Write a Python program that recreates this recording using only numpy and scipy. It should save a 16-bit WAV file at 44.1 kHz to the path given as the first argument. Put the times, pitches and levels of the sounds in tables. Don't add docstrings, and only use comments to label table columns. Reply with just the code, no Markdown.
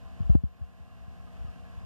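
import sys
import numpy as np
from scipy import signal
from scipy.fft import rfft, irfft
from scipy.io import wavfile
from scipy.ndimage import uniform_filter1d, minimum_filter1d, map_coordinates

SR = 44100
rng = np.random.default_rng(int(sys.argv[2]) if len(sys.argv) > 2 else 0)


def materialize(psi):
    bounded = np.clip(np.atleast_2d(psi).T, -1, 1)
    quanta = np.round(bounded * 32767).astype(np.int16)
    wavfile.write(sys.argv[1], SR, quanta)


N = 81585

# harmonic number, relative level/dB
HUM_PARTIALS = [(1, -66), (2, -62), (3, -55.5), (4, -60.5), (6, -76), (7, -74), (8, -68.5), (10, -75),
                (11, -66.5), (12, -67), (13, -72.5), (14, -79.5), (18, -80), (20, -83), (22, -82),
                (32, -84), (45, -85), (50, -88), (51, -89)]
# f/Hz, relative spectral level/dB
RUSH_SPECTRUM = [(100, -76), (200, -80), (300, -86.5), (400, -96.5), (520, -93), (680, -90), (830, -93.5),
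                 (940, -97), (1070, -91), (1400, -96), (1700, -94), (2200, -99.5), (2800, -99),
                 (3400, -104), (4200, -106.5), (5500, -110), (8000, -114.5), (13500, -121.5)]
# f/Hz, bandwidth/Hz, relative spectral level/dB
TANK_MODES = [(1071, 21, -86), (1030.4, 21, -82.5), (1192, 6.7, -102), (1637, 100, -91), (2770, 6.7, -86)]
# t/s, gain/dB
FLOW_GAIN = [(0, -.6), (.8, 0.7), (1.25, 0.1), (1.85, 0)]
# t/s, force level/dB, contact time/ms, bass corner f/Hz
PUSHES = [(0.2018, -14, 6.55, 68.2), (0.222, -22, 8.3, 71.4), (.24, -16.5, 17.5, 42.7), (0.2942, -2, 8, 46),
          (0.3502, 6, 4.4, 59.8), (0.4353, -5, 6.06, 57), (0.609, -14.5, 10.7, 59.9), (.801, -27, 8.8, 56),
          (1.077, -26, 6.6, 62.6), (1.1, -27, 17.5, 52), (1.402, -29, 14.5, 53.27),
          (1.4428, -24.5, 6.6, 61.3), (1.475, -25, 10.5, 53), (1.558, -34, 5.1, 98),
          (1.62, -30.5, 14.4, 47.7), (1.768, -29, 10.6, 54), (1.828, -28, 9.5, 66.4)]
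# t/s, knock gain/dB, click level/dB
SLIPS = [(.2965, -7.5, -72), (0.3015, -3.5, -58), (0.3086, -21, -67), (0.3526, 11, -56),
         (0.3594, -4.5, -57)]
# f/Hz, relative spectral level/dB
KNOCK_SPECTRUM = [(200, -66), (450, -67.5), (620, -61), (1000, -75.5), (2000, -89.5), (3000, -90.5),
                  (6000, -104), (14000, -116)]
# t/s, f/Hz, relative level/dB
BUBBLES = [(0.887, 1223, -62), (1.268, 1238, -58.5), (1.47, 1233, -57), (1.652, 1670, -58)]

MAINS_HZ = 60.02
TANK_LAG_S = 0.0004867


def undb(db):
    return 10 ** (np.asarray(db) / 20)


def wander(per_s):
    return np.interp(np.arange(N) / SR * per_s, np.arange(400), rng.standard_normal(400))


def shape(x, response):
    return irfft(rfft(x) * response(np.fft.rfftfreq(N, 1 / SR)), N)


def noise(spectrum, envelope=1):
    hz, db = np.array(spectrum).T
    white = rng.standard_normal(N) * envelope * np.sqrt(SR / 2)
    return shape(white, lambda f: undb(np.interp(np.log(f + 1), np.log(hz), db)))


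def delay(x, lag_s):
    return map_coordinates(x, [np.arange(N) - lag_s * SR], mode="mirror")


def pump(t, gain_db=0.5, waver_db=0.76):
    hum = np.zeros(N)
    for harmonic, db in HUM_PARTIALS:
        amplitude = np.sqrt(2) * undb(db + gain_db + waver_db * wander(per_s=4.2))
        hum += amplitude * np.sin(2 * np.pi * (harmonic * MAINS_HZ * t + rng.random()))
    return np.array([delay(hum, TANK_LAG_S), hum])


def rush(t, depth=0.37, decay_cycles=0.12, flicker_db=1.08):
    surge = 1 + depth * np.exp(-(MAINS_HZ * t % 1) / decay_cycles)
    surge /= np.sqrt(np.mean(surge ** 2))
    return noise(RUSH_SPECTRUM, surge * undb(flicker_db * wander(per_s=13.93)))


def tank():
    return sum(shape(noise([(hz, db)]), lambda f: 1 / (1 + (2 * (f - hz) / width) ** 2))
               for hz, width, db in TANK_MODES)


def water(t, diffuse_hz=5200, right_bias_db=1.5):
    direct = shape(rush(t), lambda f: 1 / np.hypot(1, f / diffuse_hz)) + tank() + bubbles(t)
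    diffuse = [shape(noise(RUSH_SPECTRUM), lambda f: f / np.hypot(f, diffuse_hz)) for side in "LR"]
    balance = undb(right_bias_db * np.array([[-.5], [.5]]))
    drift = undb(np.interp(t, *np.array(FLOW_GAIN).T))
    return drift * balance * (np.array([delay(direct, TANK_LAG_S), direct]) + diffuse)


def push(age, contact_ms):
    return np.sin(np.pi * np.clip(age * 1000 / contact_ms, 0, 1)) ** 2


def case_thud(force, corner_hz, ring_ratio=1.185, ring_db=-0.5):
    thud = signal.sosfilt(signal.butter(6, corner_hz, "high", fs=SR, output="sos"), force)
    resonance = signal.iirpeak(ring_ratio * corner_hz, Q=3.5, fs=SR)
    return thud + undb(ring_db) * signal.lfilter(*resonance, thud)


def handling(t, tremor_per_s=260, tremor_db=-44, right_db=-2.5):
    thuds = sum(undb(db) * case_thud(push(t - start, contact_ms), hz)
                for start, db, contact_ms, hz in PUSHES)
    taps = (rng.random(N) < tremor_per_s / SR) * rng.choice([-1, 1], N) * undb(tremor_db)
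    tremor = signal.fftconvolve(taps, push(t, contact_ms=11.25))[:N]
    thuds += case_thud(tremor, corner_hz=46.6)
    return np.array([thuds, undb(right_db) * delay(thuds, lag_s=0.0004)])


def fade(age, decay_s):
    return (age >= 0) * np.exp(-np.maximum(age, 0) / decay_s)


def creaks(t):
    knock = sum(undb(db) * fade(t - start, decay_s=0.0033) for start, db, _ in SLIPS)
    click = sum(undb(db) * fade(t - start, decay_s=0.0003) for start, _, db in SLIPS)
    knocks = np.array([noise(KNOCK_SPECTRUM, knock) for side in "LR"])
    return knocks + click * rng.standard_normal((2, N))


def bubbles(t, rise_s=0.0086):
    tones = np.zeros(N)
    for start, hz, db in BUBBLES:
        swell = np.maximum(t - start, 0) / rise_s
        tones += undb(db) * swell * np.exp(1 - swell) * np.sin(2 * np.pi * hz * (t - start))
    return tones


def scene():
    t = np.arange(N) / SR
    return pump(t) + water(t) + handling(t) + creaks(t)


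def record(dry, limit_db=-5, release_db_per_s=8.5, lookahead_s=0.003):
    t = np.arange(N) / SR
    peak_db = 20 * np.log10(np.abs(dry).max(axis=0) + 1e-9)
    excess_db = np.maximum(peak_db - limit_db, 0)
    duck_db = np.maximum.accumulate(excess_db + release_db_per_s * t) - release_db_per_s * t
    window = int(lookahead_s * SR)
    gain = uniform_filter1d(minimum_filter1d(undb(-duck_db), 2 * window), window)
    polarity = np.array([[1], [-1]])
    hiss = undb(-84) * rng.standard_normal((2, N))
    whine_hz, whine_lag_s = 14000, np.array([[0.00002], [0]])
    whine = undb(-88) * np.sqrt(2) * np.sin(2 * np.pi * whine_hz * (t - whine_lag_s))
    top_cut = signal.ellip(10, .1, 60, 14300, fs=SR, output="sos")
    return signal.sosfilt(top_cut, dry * gain * polarity + hiss + whine)


dry = scene()
out = record(dry)
materialize(out)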